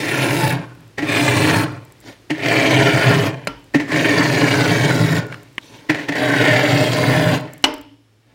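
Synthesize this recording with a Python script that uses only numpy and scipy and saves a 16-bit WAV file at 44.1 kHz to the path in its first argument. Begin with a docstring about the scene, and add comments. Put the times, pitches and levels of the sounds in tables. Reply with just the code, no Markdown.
"""Inside a small freezer, a steel spoon scrapes thick frost off the roof in five strokes.
The scraping is random crystal snaps, filtered by frost, compartment and spoon, split into five bands.
Decaying crunches and sine thuds lead into every stroke but the first.
Between strokes broadband rustles and hiss swells, light drags among them, rise and fade.
A tap, clicks and a hard knock are filtered chatter plus lining ring; crumbs tick as noise plus a sine.
Filtered noise and a wavering 110 Hz sine form the background."""
import sys
import numpy as np
from scipy import signal
from scipy.fft import rfft, irfft, next_fast_len
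from scipy.io import wavfile
from scipy.ndimage import map_coordinates

SR = 44100
rng = np.random.default_rng(int(sys.argv[2]) if len(sys.argv) > 2 else 0)


def waveform_to_disk(signal):
    """Save audio, clipped to [-1, 1], as 16-bit WAV at the path in sys.argv[1]."""
    frames = np.transpose(np.atleast_2d(signal))
    scaled = np.clip(frames, -1, 1) * 32767
    samples = np.round(scaled).astype(np.int16)
    wavfile.write(sys.argv[1], SR, samples)


N = 367794
TIME = np.arange(N) / SR


def amp(db):
    """Decibels to linear gain."""
    return 10 ** (np.asarray(db) / 20)


def unit(x):
    """Scale to an RMS of 1."""
    return x / np.sqrt(np.mean(x ** 2) + 1e-20)


def along(points, hz):
    """Interpolate (frequency [Hz], value) points on a log frequency axis."""
    f, v = np.transpose(points)
    return np.interp(np.log(hz + 1), np.log(f + 1), v)


def add(track, s, sound):
    """Mix a sound in at time s."""
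    room = track[max(round(s * SR), 0):][:len(sound)]
    room += sound[:len(room)]


def wobble(rate, n):
    """Smooth random curve, rate knots a second."""
    knots = rng.standard_normal(int(n * rate / SR) + 4)
    return map_coordinates(knots, [np.arange(n) * rate / SR])


def colour(x, spectrum, modes):
    """Minimum-phase (causal) filter: a broad spectrum with resonances standing on it."""
    m = 2 * next_fast_len(len(x) // 2 + 4096)
    hz = np.fft.rfftfreq(m, 1 / SR)
    db = along(spectrum, hz)
    for centre_hz, width_hz, lift_db in modes:
        db = db + lift_db / (1 + (2 * (hz - centre_hz) / width_hz) ** 2)
    # folding the cepstrum gives the causal phase
    cepstrum = irfft(np.log(amp(db)))
    cepstrum[1:m // 2] *= 2
    cepstrum[m // 2 + 1:] = 0
    return irfft(rfft(x, m) * np.exp(rfft(cepstrum)))[:len(x)]


def band(x, lo_hz, hi_hz, order=8):
    """Zero-phase band-pass with Butterworth-shaped edges."""
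    m = next_fast_len(len(x) + 4096)
    hz = np.fft.rfftfreq(m, 1 / SR) + 1
    low_edge = 1 + (lo_hz / hz) ** (2 * order)
    high_edge = 1 + (hz / hi_hz) ** (2 * order)
    return irfft(rfft(x, m) * (low_edge * high_edge) ** -.5, m)[:len(x)]


# background spectrum: (frequency [Hz], density [dB per Hz, relative])
BACKGROUND_SPECTRUM = [(22, -39), (36, -22.5), (52, 1.5), (76, -11), (110, -2), (190, -11), (290, -2.5),
                       (400, -8.5), (750, -17), (2500, -19.5), (4500, -23), (8000, -30.5), (11000, -35),
                       (16000, -36.5)]
HISS_DB = -51
HUSH_AT_S, HUSH_S, HUSH_DB = 7.7, 0.29, -9


def background():
    """Filtered noise that sinks near the end; a low sine wavers in phase and level."""
    hiss = unit(colour(rng.standard_normal(N), BACKGROUND_SPECTRUM, [(9700, 500, 4)]))
    hush_db = HUSH_DB * np.clip((TIME - HUSH_AT_S) / HUSH_S, 0, 1)
    hum = np.sin(2 * np.pi * 110 * TIME + wobble(9, N)) * amp(2 * wobble(5, N))
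    return hiss * amp(HISS_DB + hush_db) + amp(-55.5) * unit(hum)


def fractures(n, rate, spread_db):
    """Tiny crystal snaps of random sign, rate a second, of very unequal size."""
    snaps = rng.random(n) < rate / SR
    size_db = spread_db * np.clip(rng.standard_normal(n), -2, 2)
    return unit(snaps * rng.choice([-1, 1], n) * amp(size_db))


def wander(x, patchy_db, size_hz, life_s, glide_hz_per_s, frame):
    """Upper-spectrum patches, size_hz wide, swell, sink in pitch at the glide rate and fade."""
    frames = dict(nperseg=frame, noverlap=frame * 3 // 4)
    hz, t, z = signal.stft(x, SR, **frames)
    place = (hz[:, None] + glide_hz_per_s * t) / size_hz
    age = np.broadcast_to(t / life_s, place.shape)
    grid = rng.standard_normal((int(place.max()) + 3, int(age.max()) + 3))
    field = map_coordinates(grid, [place, age], order=2)
    depth_db = np.interp(hz, [350, 1200], [0, patchy_db])[:, None]
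    return signal.istft(z * amp(depth_db * field), SR, **frames)[1][:len(x)]


def fracture_stream(n):
    """The edge sticks and slips; each slip breaks a crowd of crystals."""
    slip = amp(0.59 * wobble(80, n) + 1.03 * wobble(300, n))
    snaps = slip * fractures(n, rate=7000, spread_db=3)
    # resonances glide as the contact slides along the rim
    snaps = wander(snaps, patchy_db=3.6, size_hz=105, life_s=.19, glide_hz_per_s=600, frame=1024)
    # crystals break in brief clumps of their own pitch
    return wander(snaps, patchy_db=2, size_hz=1600, life_s=.012, glide_hz_per_s=0, frame=256)


# crushed frost: (frequency [Hz], density [dB per Hz, relative])
FROST_SPECTRUM = [(30, -29), (70, -21), (110, 2.5), (205, -11), (400, -12), (900, -10.5), (1230, -19.5),
                  (1450, -12.5), (2200, -9.5), (3500, -18.5), (7000, -29), (11500, -45), (15500, -38.5)]
# compartment and spoon resonances: (frequency [Hz], width [Hz], lift [dB])
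BOX_MODES = [(128.7, 25, 15), (163.8, 18.7, 12), (293.5, 79, 16.5), (413.5, 40, 11.5), (575, 116, 9),
             (689, 30, 6), (874, 6.2, 11.5), (1065, 56, 6), (1822, 160, 6.5), (9510, 1200, 5.5),
             (11700, 540, 3), (12843, 562, 5)]
# compartment peaks and dips, spoon at back / front: (frequency [Hz], width [Hz], lift [dB])
BACK_MODES = [(385, 55, 2), (690, 130, 3), (850, 130, -2.5), (1330, 230, -2.5), (2120, 200, 1.5),
              (3120, 500, -0.5)]
FRONT_MODES = [(175, 50, 2), (392.5, 62, -1.5), (480, 55, 3.5), (980, 260, 1.5), (1460, 220, 2),
               (2305, 500, -1), (10800, 1500, 1.5)]
# harder lumps, soft pockets: (time [s], extra scraping [dB], extra wall drumming [dB])
LUMPS = [(.235, 1, 4.5), (.54, 1.5, 2), (.605, 3.5, 8), (1.145, 0.5, 0), (1.52, 3, 2), (2.8, 1.5, 5),
         (3.11, 4, 4.5), (3.3, 0.5, 0), (4.185, 2, 5), (4.43, 3, 3), (4.68, 1, 2), (4.88, 2, 3),
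         (5.06, -1.5, 2), (6.47, 1.5, 1), (6.9, -2.5, -1), (7.08, -0.5, 3.5), (7.175, 1, 3),
         (7.29, 1.5, 3.5)]
LUMP_S = 0.039  # from the centre of a lump to 1/e of its dB
# voice rules: (level [dB], gain over the pull [dB], mid-stroke arch [dB], drop at lift [dB], fade [dB/s])
DRUM = (1.0, 7.9, 1.8, 5.5, 93)  # hollow wall
CRUNCH = (2.5, -1, 2.5, 0.5, 112)  # packed frost giving way
RASP = (-2.23, -3.5, 1.6, 6.5, 99)  # spoon bowl
FIZZ = (-8, -1, 3.5, 7, 130.5)  # small crystals
SIZZLE = (-21, 4.5, 1, 20, 109)  # finest powder
RISE_DB = 19  # gained in one rise time as the edge sinks in
LET_GO_S, TAIL_S = 0.04, .6  # pressure easing at the lift; the compartment's ring dying away after it


def stroke(pull, spot_modes):
    """The edge sinks in, ploughs from back to front and lifts; returns start time and sound."""
    grip_s, rise_s, lift_s, level_db, gain_db, wall_db, fizz_db, sizzle_db = pull
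    t = np.arange(max(grip_s - 1.3 * rise_s, -.01), lift_s + TAIL_S, 1 / SR)
    travel = np.clip((t - grip_s) / (lift_s - grip_s), 0, 1) - .5  # -.5 back, .5 front
    since_lift = np.maximum(t - lift_s, 0)
    force_db = level_db + gain_db * travel - RISE_DB * np.maximum(grip_s - t, 0) / rise_s
    lump_db, thump_db = np.zeros(len(t)), np.zeros(len(t))
    for s, scrape_db, drum_db in LUMPS:
        bump = np.exp(-((t - s) / LUMP_S) ** 2)
        lump_db += scrape_db * bump
        thump_db += drum_db * bump

    snaps = fracture_stream(len(t))
    modes = list(BOX_MODES) + list(spot_modes)
    back = colour(snaps, FROST_SPECTRUM, modes + list(BACK_MODES))
    front = colour(snaps, FROST_SPECTRUM, modes + list(FRONT_MODES))
    body = (.5 - travel) * back + (.5 + travel) * front

    def voice(rule, lo_hz, hi_hz, extra_db):
        """One band of the crushed frost follows the force by its own rule."""
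        db, nearer_db, arch_db, drop_db, fade_db_per_s = rule
        release_db = drop_db * (1 - np.exp(-(since_lift / LET_GO_S) ** 3)) + fade_db_per_s * since_lift
        shape_db = db + nearer_db * travel - arch_db * (2 * travel) ** 2 - release_db
        return amp(force_db + shape_db + extra_db) * unit(band(body, lo_hz, hi_hz))

    sound = voice(DRUM, 18, 210, wall_db + thump_db)
    sound += voice(CRUNCH, 235, 1456, lump_db)
    sound += voice(RASP, 1290, 3260, lump_db)
    sound += voice(FIZZ, 3600, 9600, fizz_db + lump_db / 2)
    sound += voice(SIZZLE, 10230, 18000, sizzle_db)
    return t[0], sound * np.clip((t - t[0]) / 0.0021, 0, 1)


# pulls: (full grip [s], rise [s], lift [s], level [dB], gain over the pull [dB],
#         extra wall drumming [dB], extra fizz [dB], extra sizzle [dB])
PULLS = [(.12, .7, 0.5, -23, 1, -0.5, 2, 6.5), (1.105, 0.078, 1.614, -20.5, 1, -0.5, 1, 3.5),
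         (2.47, 0.12, 3.261, -19.5, -2.2, -0.9, 0.5, -2), (3.955, .085, 5.17, -21, -2, 0, -0.5, -0.5),
         (6.19, .09, 7.35, -20, 0, -2, -2, -1)]
# roof resonances where each stroke works: (frequency [Hz], width [Hz], lift [dB])
SPOT_1_MODES = [(216, 37, 6.5), (341, 19, 8), (890, 210, 4), (1380, 230, 3.5), (1920, 350, 1),
                (2540, 610, 7), (5570, 2700, 1.5), (9960, 1600, 8.5), (11400, 460, 9), (15013, 945, 7.5)]
SPOT_2_MODES = [(102, 24, 7.4), (311, 8.8, 9.6), (896, 57, 6), (1180, 49, 4.9), (1320, 42, 4.6),
                (1704, 100, 3.2), (2490, 530, 5), (4150, 200, 4.3), (8880, 1600, 4.4)]
SPOT_3_MODES = [(315, 14, 6.8), (407, 16, 4.8), (664, 24, 8.2), (780, 13, 6.9), (2210, 870, 12.2),
                (3065, 330, 8.6), (4700, 1200, 1.8), (12119, 268, 2.8)]
SPOT_4_MODES = [(161, 14, 4.7), (260, 90, 2.5), (436, 32, 5), (1090, 63, 1.8), (2280, 65, 8.2),
                (4200, 110, 4), (4800, 620, 2.6), (6900, 630, 4.1)]
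SPOT_5_MODES = [(263.5, 56, 5.4), (472, 32, 9.4), (614, 33, 14.1), (760, 36, 10), (2020, 303, 4.3),
                (3350, 900, 3.7), (4650, 330, 7.1), (7140, 292, 4.6)]


def scraping():
    """Five strokes, each exciting the resonances of another spot of the roof."""
    out = np.zeros(N)
    spots = [SPOT_1_MODES, SPOT_2_MODES, SPOT_3_MODES, SPOT_4_MODES, SPOT_5_MODES]
    for pull, spot_modes in zip(PULLS, spots):
        add(out, *stroke(pull, spot_modes))
    return out


# largest ice crumbs landing: (time [s], level [dB, relative])
CRUMBS = [(1.9225, -34), (2.0033, -36), (5.2669, -33), (7.4096, -32), (7.5348, -22), (7.58, -32.5),
          (7.74, -21.5), (7.7812, -38), (7.8131, -31)]
SPILL_DB, SPILL_SPREAD_DB, SPILL_S = -42, -7, .55  # smaller crumbs after each lift


def crumbs(ring_hz=7600):
    """Ice grains tick as a bright noise crack plus a short ring; five small ones spill after each pull."""
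    out, t = np.zeros(N), np.arange(SR // 30) / SR
    landings = list(CRUMBS)
    for pull in PULLS:
        lift_s = pull[2]
        for when, weight in rng.random(size=(5, 2)):
            landings.append((lift_s + SPILL_S * when, SPILL_DB + SPILL_SPREAD_DB * (2 * weight - 1)))
    for s, db in landings:
        crack = unit(band(rng.standard_normal(len(t)), 7500, 18000, order=3))
        crack *= amp(-7 - 60 * t / 0.011)
        ring = np.sin(2 * np.pi * ring_hz * t) * amp(-9.5 - 60 * t / 0.014)
        add(out, s, amp(db) * (crack + ring))
    return out


# broadband rustles and hiss swells, light drags among them:
# (time [s], level [dB], swell [s per 20 dB], fade [s per 20 dB], low rumble [dB], fizz [dB])
RUSTLES = [(.83, -53.5, .15, .1, 13.5, -17), (2.085, -38.5, 0.072, 0.1, -8, -6),
           (5.33, -43, 0.11, 0.18, 1, -7.5), (5.63, -53.5, 0.044, 0.35, -7, 3),
           (5.75, -47, 0.1, .2, -3.5, -7), (6.04, -37, 0.14, .12, -9, -12.5),
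           (8.33, -58, 0.14, .1, -3, -11)]


def rustles(mid_db=1.0, upper_db=-3.0):
    """Bands of one filtered snap stream swell and fade exponentially between the strokes."""
    body = colour(fracture_stream(N), FROST_SPECTRUM, list(BOX_MODES) + list(FRONT_MODES))
    middle = amp(mid_db) * unit(band(body, 210, 1120)) + amp(upper_db) * unit(band(body, 1300, 3200))
    rumble = unit(band(body, 21, 240))
    fizz = unit(band(body, 3600, 18000))
    out = np.zeros(N)
    for s, db, swell_s, fade_s, rumble_db, fizz_db in RUSTLES:
        level_db = db - 20 * np.maximum((s - TIME) / swell_s, (TIME - s) / fade_s)
        out += amp(level_db) * (middle + amp(rumble_db) * rumble + amp(fizz_db) * fizz)
    return out


# compartment decay: (frequency [Hz], T60 [s])
CAVITY_T60 = [(100, 0.52), (280, 0.44), (700, 0.42), (2000, 0.39), (3000, .48), (4000, 0.47), (9000, 0.22),
              (15000, 0.13)]


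def cavity(x):
    """The compartment rings on as decaying noise, longest in its low resonances."""
    hz, t, z = signal.stft(rng.standard_normal(SR * 3 // 4), SR, nperseg=256)
    decay = amp(-60 * t / along(CAVITY_T60, hz)[:, None])
    tail = signal.istft(z * decay, SR, nperseg=256)[1]
    return signal.fftconvolve(x, tail / np.linalg.norm(tail))[:len(x)]


# edge biting into the crust: (time [s], crunch [dB, relative], thud [dB, relative], crunch T60 [s])
BITES = [(.984, -6, -18.5, 0.093), (1.023, -13, -15, 0.26), (2.305, -4, -12, 0.059), (3.747, -2.5, -4, .1),
         (3.8, -10, -20, 0.15), (3.889, -17, -20, 0.055), (3.919, -4.5, -16, .08), (3.961, -6, -27, .06),
         (5.898, -1, -14.5, 0.093), (5.945, -11.5, -25, .2), (5.988, -15.5, -29, 0.29),
         (6.089, -1.5, -14, 0.041), (6.123, -11, -29, .05), (6.155, -7.5, -32, 0.084)]
BITE_RISE_S, BITE_RING_HZ = .011, 1980
BOOM_HZ, BOOM_DB, BOOM_T60_S = 150.3, -6.5, 0.14  # whole wall giving; dB relative to thud column


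def bites(ring_width_hz=300, ring_db=6, thud_hz=295, thud_t60_s=0.13, thud_lag_s=0.00304):
    """The crust gives way in a short crunch; a moment later the wall behind it thuds and booms."""
    out, t = np.zeros(N), np.arange(SR // 3) / SR
    modes = list(BOX_MODES) + [(BITE_RING_HZ, ring_width_hz, ring_db)]
    age = t - BITE_RISE_S
    for s, db, thud_db, t60_s in BITES:
        crust = colour(fractures(len(t), rate=5300, spread_db=4.5), FROST_SPECTRUM, modes)
        swell_db = np.minimum(28 * age / BITE_RISE_S, -60 * age / t60_s)
        crust = unit(band(crust, 300, 18000, order=2)) * amp(db - 10 + swell_db)
        add(out, s + .001 - BITE_RISE_S, crust)
        thud = np.sin(2 * np.pi * thud_hz * rng.normal(1, 0.032) * t) * (1 - np.exp(-t / 0.0035))
        thud *= amp(thud_db + 1.5 - 60 * t / thud_t60_s)
        boom = np.sin(2 * np.pi * BOOM_HZ * t) * (1 - np.exp(-t / .006))
        boom *= amp(thud_db + BOOM_DB - 60 * t / BOOM_T60_S)
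        add(out, s + thud_lag_s, thud + boom)
    return out + amp(-10) * cavity(out)


# lining after-ring spectrum: (frequency [Hz], density [dB per Hz, relative])
LINING_SPECTRUM = [(35, -12.5), (75, -19.5), (200, -17.5), (300, -2.5), (550, -10.5), (900, -5), (1300, -7),
                   (2500, -12), (4000, -21), (5300, -16.5), (7000, -31), (12000, -31)]
# lining resonances: (frequency [Hz], width [Hz], lift [dB])
LINING_MODES = [(46, 16, 4), (110, 25, 7), (278.3, 35, 18.5), (450, 58, 9), (593, 40, 11), (940, 41, 8),
                (2080, 73, 5.5), (3000, 270, 10)]


def blow(spectrum, modes, db, contact_t60_s, ring_db):
    """Steel chatters briefly on plastic; the compartment lining rings on."""
    t = np.arange(SR * 3 // 4) / SR
    chatter = rng.choice([-1, 1], len(t)) * amp(-60 * t / contact_t60_s)
    direct = colour(chatter, spectrum, modes)
    ring = colour(cavity(signal.unit_impulse(len(t))), LINING_SPECTRUM, LINING_MODES)
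    sound = direct / np.linalg.norm(direct) + amp(ring_db) * ring / np.linalg.norm(ring)
    return amp(db) * np.sqrt(SR // 100) * sound  # db: RMS of the direct energy packed into 10 ms


# compartment and spoon singing on: (frequency [Hz], phase wander [knots/s], level [dB], T60 [s])
AFTER_RING = [(294, 4, -24, 0.55), (612, 15, -30, .45), (880, 40, -28.5, .42), (2940, 300, -43.5, .7),
              (5300, 200, -64, 1.6)]


def after_ring():
    """Phase-wandering cosines, like clusters of close resonances, die away slowly."""
    t = np.arange(SR * 3 // 4) / SR
    out = np.zeros(len(t))
    for hz, wander_rate, db, t60_s in AFTER_RING:
        cluster = np.cos(2 * np.pi * hz * t + 2 * wobble(wander_rate, len(t)))
        out += unit(cluster) * amp(db - 60 * t / t60_s)
    return out * (1 - np.exp(-t / .006))


# plastic lining under a light tap, a dry click, a hard knock
# spectra: (frequency [Hz], density [dB per Hz, relative]); modes: (frequency [Hz], width [Hz], lift [dB])
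TAP_SPECTRUM = [(35, -17), (220, 9), (330, -8), (600, 3), (900, -16), (2200, 1), (3400, -17), (5500, -16),
                (10000, -24), (15500, -29.5)]
TAP_MODES = [(490, 47, 10), (1367, 28, 19.6), (1540, 140, 7), (2910, 530, 7), (4150, 380, 16),
             (4860, 220, 11), (7250, 200, 11), (9200, 900, 8.3)]
CLICK_SPECTRUM = [(35, -11), (110, -8), (240, 0), (500, -13), (850, -14), (1150, -2.5), (2200, -1),
                  (2800, -4), (4500, -25), (8000, -33), (15500, -45)]
CLICK_MODES = [(5500, 350, 5.3), (9500, 1300, 13)]
KNOCK_SPECTRUM = [(35, -24), (150, -19), (270, 4.5), (480, -15.5), (750, -3.5), (1350, -7.5), (2600, -3.5),
                  (3600, -8), (6000, -12), (10000, -23), (15500, -35)]
KNOCK_MODES = [(890, 260, 7), (2030, 92, 13), (2950, 280, 13), (2270, 360, 3.4), (4160, 300, 6),
               (7700, 200, 6.8)]
# dry spoon clicks: (time [s], level [dB])
CLICKS = [(5.325, -30), (5.343, -32), (5.581, -20.5)]


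def knocks():
    """A tap that also sways the cabinet at 48 Hz, dry clicks, and a hard knock of the full spoon."""
    out, t = np.zeros(N), np.arange(SR // 2) / SR
    add(out, 3.4722, blow(TAP_SPECTRUM, TAP_MODES, db=-17, contact_t60_s=0.025, ring_db=-7.5))
    sway = np.sin(2 * np.pi * 48 * t) * (1 - np.exp(-t / .015)) * amp(-37 - 60 * t / .5)
    add(out, 3.475, sway)
    for s, db in CLICKS:
        add(out, s, blow(CLICK_SPECTRUM, CLICK_MODES, db, contact_t60_s=0.017, ring_db=-25))
    add(out, 7.6408, blow(KNOCK_SPECTRUM, KNOCK_MODES, db=-5.5, contact_t60_s=0.041, ring_db=-7.5))
    add(out, 7.645, after_ring())
    return out


def scene():
    """Sum of all layers, one channel."""
    return (background() + scraping() + crumbs() + rustles() + bites() + knocks())[None]


TOP_HZ = 15850


def record(dry):
    """Peaks flatten smoothly towards full scale; a steep low-pass then cuts at TOP_HZ."""
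    clipped = dry / (1 + np.abs(dry) ** 6) ** (1 / 6)
    return irfft(rfft(clipped) * (np.fft.rfftfreq(N, 1 / SR) < TOP_HZ), N)


dry = scene()
out = record(dry)
waveform_to_disk(out)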